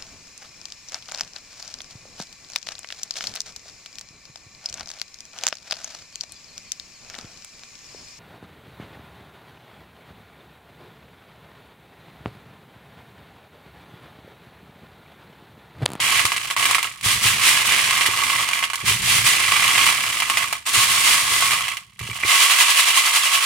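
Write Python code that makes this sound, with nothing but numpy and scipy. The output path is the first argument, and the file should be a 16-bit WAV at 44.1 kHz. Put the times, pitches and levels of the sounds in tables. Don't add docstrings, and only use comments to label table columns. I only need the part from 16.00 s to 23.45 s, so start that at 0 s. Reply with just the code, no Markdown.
import sys
import numpy as np
from scipy import signal
from scipy.fft import rfft, irfft, next_fast_len
from scipy.io import wavfile
from scipy.ndimage import uniform_filter1d

SR = 44100
rng = np.random.default_rng(int(sys.argv[2]) if len(sys.argv) > 2 else 0)


def unload_audio(sound):
    columns = np.transpose(np.atleast_2d(sound))
    steps = np.round(np.clip(columns, -1, 1) * 32767)
    wavfile.write(sys.argv[1], SR, steps.astype(np.int16))


N = 328545
TIME = np.arange(N) / SR
RING_TIME = TIME[:SR // 10]
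LET_GO_S, SHAKE_START_S = 5.6, 6.23

# (time [s], bottom knock [dB], wall knock [dB], tick [dB])
DROPS = [(0.157, -25, -18, -26), (0.253, -16, -13.5, -16), (0.319, -21, -18.5, -34),
         (0.364, -26, -19.5, -35), (0.502, -31, -19.5, -36), (0.511, -20.5, -21.5, -31),
         (0.565, -18.5, -17.5, -31), (0.627, -18.5, -17, -26), (0.655, -20, -13.5, -21),
         (0.711, -17.5, -20.5, -17), (0.747, -28, -14, -20), (0.753, -19, -20, -27),
         (0.783, -16.5, -18, -41), (0.829, -22, -26, -20.5), (0.844, -29, -19.5, -32),
         (1.011, -48, -36, -33), (2.011, -25, -14.5, -39), (2.062, -34, -13.5, -23), (2.298, -28, -20, -32),
         (2.489, -18.5, -23.5, -22.5), (2.533, -19.5, -17, -38), (2.627, -20, -20, -32),
         (2.639, -31, -17, -36), (2.701, -29, -25.5, -30), (2.734, -21, -21.5, -29), (2.757, -31, -28, -22),
         (3.891, -18, -21, -31), (4.202, -33, -19, -21), (4.222, -15, -16.5, -35),
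         (4.299, -17.5, -16.5, -20), (4.372, -19.5, -14.5, -22), (4.527, -18, -21, -19.5),
         (5.424, -17, -20, -34), (5.682, -25, -22, -29.5), (5.716, -35, -27, -37), (5.77, -41, -29, -29.5),
         (5.993, -50, -32.5, -33.5)]


def from_db(db):
    return 10 ** (np.asarray(db) / 20)


def unit(x):
    return x / np.sqrt(np.sum(x ** 2, axis=-1, keepdims=True) + 1e-20)


def fade(t, t60):
    return np.exp(-np.log(1000) * t / t60)


def ping(hz, t60):
    return np.sin(2 * np.pi * hz * RING_TIME) * fade(RING_TIME, t60)


def filtered(x, kind, hz, order=2):
    return signal.sosfilt(signal.butter(order, hz, kind, fs=SR, output="sos"), x)


def colour(x, points):
    size = 2 * next_fast_len(x.shape[-1] // 2 + 2048)
    hz, db = np.transpose(points)
    bins = np.maximum(np.arange(size // 2 + 1) * SR / size, 1)
    gain = from_db(np.interp(np.log(bins), np.log(hz), db))
    cepstrum = irfft(np.log(gain))
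    cepstrum[1:size // 2] *= 2
    cepstrum[size // 2 + 1:] = 0
    return irfft(rfft(x, size) * np.exp(rfft(cepstrum)))[..., :x.shape[-1]]


def add(out, s, sound):
    start = max(round(s * SR), 0)
    out[:, start:start + sound.shape[-1]] += sound[..., :N - start]


def stroke(start, rise_s, end, fall_db_per_s):
    attack = np.clip((TIME - start) / rise_s, 0, 1)
    return attack * from_db(-fall_db_per_s * np.clip(TIME - end, 0, 1))


def contacts(per_s, spread_db, share_s):
    hits = rng.random(N) < per_s / SR
    sizes = from_db(spread_db * np.clip(rng.standard_normal(N), -2, 2))
    clicks = hits * sizes * rng.choice([-1, 1], N)
    width = int(share_s * SR)
    power = uniform_filter1d(uniform_filter1d(clicks ** 2, width), width)
    return clicks / np.sqrt(np.maximum(power, 1 / SR))


def scatter(clicks, echo_db, t60, alike):
    right_arrival = np.clip(np.arange(N) + rng.integers(-2, 2, N), 0, N - 1)
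    direct = np.array([clicks, np.bincount(right_arrival, clicks, N)])
    decay = fade(1 / SR, t60) ** 2
    power = signal.lfilter([0, 1 - decay], [1, -decay], clicks ** 2 + 1e-18)
    jumble = np.sqrt(alike) * rng.standard_normal(N) + np.sqrt(1 - alike) * rng.standard_normal((2, N))
    echo = from_db(echo_db)
    return (direct + echo * np.sqrt(power) * jumble) / np.hypot(1, echo)


def trickling(rise_s=0.031, fall_db_per_s=197):
    # (start [s], end [s], first level [dB], last level [dB])
    streams = [(-0.04, 0.203, -27.5, -25), (0.22, 0.477, -35.5, -36.5), (0.56, 0.725, -28, -28),
               (.8, .99, -35, -50.5), (1.282, 1.612, -32.5, -26.5), (1.633, 2.015, -24.5, -28),
               (1.997, 2.425, -31, -27.5), (2.45, 2.592, -34.5, -32.5), (2.757, 2.814, -42, -37),
               (3.283, 3.895, -28.5, -23), (3.913, 4.188, -29.5, -30.5), (4.226, 4.426, -34.5, -29.5),
               (4.446, 4.57, -34, -42.5), (5.488, 5.74, -24.5, -41.5), (5.98, 6.233, -44.5, -37.5)]
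    power = np.zeros(N)
    for start, end, first_db, last_db in streams:
        level = from_db(np.interp(TIME, [start, end], [first_db, last_db]))
        power += (level * stroke(start, rise_s, end, fall_db_per_s)) ** 2
    return power


def strays(per_s=30, bottom_db=27, wall_db=27, tick_db=20, spread_db=4.5):
    hits = rng.random(N) < per_s / SR
    falls = hits * from_db(spread_db * rng.uniform(-1, 1, N)) * np.sqrt(trickling())
    return np.outer(from_db([bottom_db, wall_db, tick_db]), falls)


def heap(wall_db, beads_db, brisk_db=-27, crowding=1.15, looseness=.6):
    density = (from_db(crowding * (beads_db - brisk_db)) + .2) * from_db(looseness * (beads_db - wall_db))
    wall = contacts(480 * density, spread_db=2.5, share_s=0.023)
    bottom = 0.73 * contacts(230 * density, spread_db=3.0, share_s=0.046) + 0.57 * wall
    ticks = contacts(2000 * density, spread_db=2.0, share_s=0.027)
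    return from_db(wall_db - 3.5) * bottom, from_db(wall_db - 2.5) * wall, from_db(beads_db + 2.5) * ticks


def ring(modes, damping, low_hz=560):
    hz, db, t60 = np.transpose(modes)[:, :, None]
    decays = np.sqrt(damping) * from_db(db) * fade(RING_TIME, t60 / damping)
    partials = decays * np.cos(2 * np.pi * hz * RING_TIME)
    return filtered(partials.sum(axis=0), "high", low_hz)[None]


def bowl(bottom, wall, ring_db=-25, spot_db=3.5, hand_damping=2.36, muted_db=-7, cupped_db=-4):
    # (time [s], depth [0-1])
    hand_depth = [(0, 0.37), (.95, 0.18), (1.05, 0.5), (1.75, 0.86), (2.05, 0), (2.8, 0.1), (2.9, 0.7),
                  (4.1, 0.2), (4.75, 0)]
    # (frequency [Hz], level [dB], t60 [s])
    bottom_modes = [(376, -17, 0.012), (728, -14.5, 0.023), (962, -15.5, 0.096), (1108, 0, 0.046),
                    (1200, -4, 0.022)]
    lower_wall_modes = [(1690, -17, 0.13), (2063, 2, 0.018), (2318, 0.5, 0.019)]
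    upper_wall_modes = [(2676, -2.5, 0.029), (2910, 0, 0.028), (3200, -1, 0.016), (4130, -2.5, 0.0079)]
    depth = np.interp(TIME, *np.transpose(hand_depth))
    parts = [(bottom_modes, bottom, muted_db * depth),
             (lower_wall_modes, wall, 0),
             (upper_wall_modes, wall, cupped_db * (TIME < LET_GO_S))]
    out = np.zeros((2, N))
    for modes, knocks, hand_db in parts:
        strength = from_db(ring_db + hand_db + spot_db * rng.uniform(-1, 1, N))
        drive = scatter(knocks * strength, echo_db=-0.5, t60=0.043, alike=0.39)
        for share, damping in ((1 - depth, 1), (depth, hand_damping)):
            out += signal.oaconvolve(drive * share, ring(modes, damping), axes=1)[:, :N]
    return filtered(out, "low", hz=9000)


def rattle(wall_db, beads_db, click_db=-13):
    # (frequency [Hz], gain [dB])
    tick_eq = [(100, -26), (230, -25), (400, -14), (700, -21.5), (1100, -2), (1500, -2.5), (2500, 3),
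               (4000, 6.5), (6000, 4), (8700, 5), (10500, 3.5), (13000, -0.5), (16000, -6.5)]
    bottom, wall, ticks = heap(wall_db, beads_db) + drops() + strays()
    clicks = scatter(ticks + from_db(click_db) * wall, echo_db=4.0, t60=0.037, alike=0.036)
    return bowl(bottom, wall) + colour(clicks, tick_eq)


def rubbing(wall_db, rub_db=-29, band_hz=(190, 520)):
    level = from_db(wall_db + rub_db) * (TIME < LET_GO_S)
    slips = level * contacts(per_s=700, spread_db=5.5, share_s=0.051)
    grind = scatter(slips, echo_db=-1.5, t60=0.033, alike=0.63)
    dull = unit(filtered(1.0 * (RING_TIME == 0), "band", band_hz))
    return signal.oaconvolve(grind, dull[None], axes=1)[:, :N]


def rumble(drag_db=-21.5, hold_db=-61, push_db=-3, rise_s=0.014, fall_db_per_s=174):
    # (frequency [Hz], gain [dB])
    flex_eq = [(20, -34), (33, -19), (45, -4), (65, -3), (90, -2.5), (115, 4), (160, -6), (205, -5.5),
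               (260, -24), (400, -19.5), (1000, -47), (4000, -87)]
    # (start [s], end [s], level [dB])
    presses = [(1.022, 1.352, -35.5), (2.826, 3.28, -35), (4.725, 5.534, -43.5), (6, 6.12, -38.5)]
    flex = unit(colour(1.0 * (RING_TIME == 0), flex_eq))
    slips = signal.oaconvolve(contacts(per_s=220, spread_db=0, share_s=0.038), flex)[:N]
    pressed = sum(from_db(db + push_db) * stroke(start, rise_s, end, fall_db_per_s)
                  for start, end, db in presses)
    dragged = (from_db(hold_db) + from_db(drag_db) * np.sqrt(trickling())) * (TIME < SHAKE_START_S)
    return np.hypot(pressed, dragged) * slips


def drops(bottom_db=25.5, wall_db=22.5, tick_db=22, rebound_db=-18):
    out = np.zeros((3, N))
    rebounds_s = 0.003 * rng.uniform(0.28, 1.5, len(DROPS))
    for (s, *levels), rebound_s in zip(DROPS, rebounds_s):
        force = from_db(np.add(levels, [bottom_db, wall_db, tick_db]))
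        out[:, round(s * SR)] += force
        out[:, round((s + rebound_s) * SR)] += from_db(rebound_db) * force
    return out


def flurries(jolt_db=-12, delay_s=.003, fall_db_per_s=396):
    jolts = np.zeros(N)
    for s, _, wall_db, _ in DROPS:
        jolts[round((s + delay_s) * SR)] = from_db(wall_db + jolt_db) ** 2
    decay = from_db(-fall_db_per_s / SR) ** 2
    return signal.lfilter([1], [1, -decay], jolts + 1e-18)


def bumps(gain_db=23.5, hollow_db=5.5):
    # (time [s], level [dB], hollow share [dB])
    hits = [(.25, -29.5, -8.5), (1.061, -21, -26), (1.255, -22, -22), (2.087, -33.5, -4.5),
            (2.837, -37, -8), (2.913, -25, -18), (3.187, -25, -22), (3.25, -37, -28), (4.775, -28, -26),
            (5.319, -34, -13), (6.012, -25.5, -23), (6.089, -40, -5), (6.248, -32, -6.5)]
    thud = unit(ping(hz=108, t60=0.13))
    hollow = unit(ping(hz=380, t60=0.019))
    out = np.zeros((2, N))
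    for s, db, share_db in hits:
        add(out, s, from_db(db + gain_db) * (thud + from_db(share_db + hollow_db) * hollow))
    return out


def digging(fall_db_per_s=122.5):
    # (start [s], rise [s], end [s], level [dB])
    plunges = [(1.022, 0.034, 1.127, -23), (1.195, .06, 1.268, -20), (1.38, 0.091, 1.487, -19),
               (2.838, 0.046, 2.896, -21), (2.98, 0.12, 3.177, -21.5), (3.23, 0.042, 3.266, -17.5),
               (4.651, 0.0175, 4.69, -26.5), (4.715, 0.029, 4.835, -20.5), (4.864, 0.041, 5.01, -23),
               (5.012, .05, 5.14, -20), (5.159, 0.016, 5.33, -27.5), (5.25, 0.1, 5.47, -24)]
    return sum((from_db(db) * stroke(start, rise, end, fall_db_per_s)) ** 2
               for start, rise, end, db in plunges)


def snaps():
    # (time [s], level [dB], pitch [Hz], t60 [s])
    pops = [(6.114, -23, 2330, 0.039), (6.235, -14.5, 2040, 0.035), (6.235, -15.5, 2340, 0.048)]
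    out = np.zeros((2, N))
    for s, db, hz, t60 in pops:
        add(out, s, from_db(db) * ping(hz, t60))
    return out


def shaking(level_db=-20, sag_db_per_s=4.5, rise_s=0.079, build_s=0.24,
            shake_hz=5.43, forward_hit_s=6.978, slosh_db=2.5, forward_db=1.2):
    since = TIME - SHAKE_START_S
    phase = 2 * np.pi * shake_hz * (TIME - forward_hit_s)
    swing = np.clip(since / build_s, 0, 1) ** 2
    swell_db = swing * (slosh_db * np.cos(2 * phase) + forward_db * np.cos(phase))
    attack = np.clip(since / rise_s, 0, 1)
    return (attack * from_db(level_db - sag_db_per_s * since + swell_db)) ** 2


def liveliness(rest_db=-63, dig_wall_db=1.5, fall_wall_db=6, shake_wall_db=2.5):
    falling = trickling() + flurries() + from_db(rest_db) ** 2
    moves = (digging(), dig_wall_db), (falling, fall_wall_db), (shaking(), shake_wall_db)
    on_wall = sum(power * from_db(wall_db) ** 2 for power, wall_db in moves)
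    on_beads = sum(power for power, _ in moves)
    return 10 * np.log10(on_wall), 10 * np.log10(on_beads)


def room(x, wet_db=-15, t60=0.26, top_hz=7000, build_s=0.006):
    t = TIME[:SR // 2]
    tail = rng.standard_normal((2, len(t))) * fade(t, t60) * (1 - np.exp(-t / build_s))
    tail = unit(filtered(tail, "low", top_hz, order=1))
    return x + from_db(wet_db) * signal.fftconvolve(x, tail, axes=1)[:, :N]


def room_tone(level_db=-67):
    # (frequency [Hz], gain [dB])
    air_eq = [(20, -4), (100, 7), (300, -22), (1000, -28), (4000, -28), (16000, -38)]
    air = colour(rng.standard_normal(N) + .4 * rng.standard_normal((2, N)), air_eq)
    return from_db(level_db) * air / np.std(air)


def scene():
    wall_db, beads_db = liveliness()
    air = room_tone()
    beads_and_bowl = room(rattle(wall_db, beads_db) + snaps() + rubbing(wall_db))
    handling = filtered(rumble() + bumps(), "high", hz=35)
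    return beads_and_bowl + handling + air


def record(dry, cutoff_hz=15800):
    # (frequency [Hz], gain [dB])
    right_eq = [(50, 1), (150, 3), (300, 4.5), (550, 1.5), (1100, 3.5), (2400, 6), (3200, 6), (4200, -1),
                (6500, -0.5), (9000, 2), (10500, -0.5), (12000, -11.5), (16000, -8.5)]
    heard = np.clip([dry[0], colour(dry[1], right_eq)], -1, 1)
    return signal.sosfilt(signal.ellip(10, .1, 80, cutoff_hz, fs=SR, output="sos"), heard)


dry = scene()
out = record(dry)
unload_audio(out)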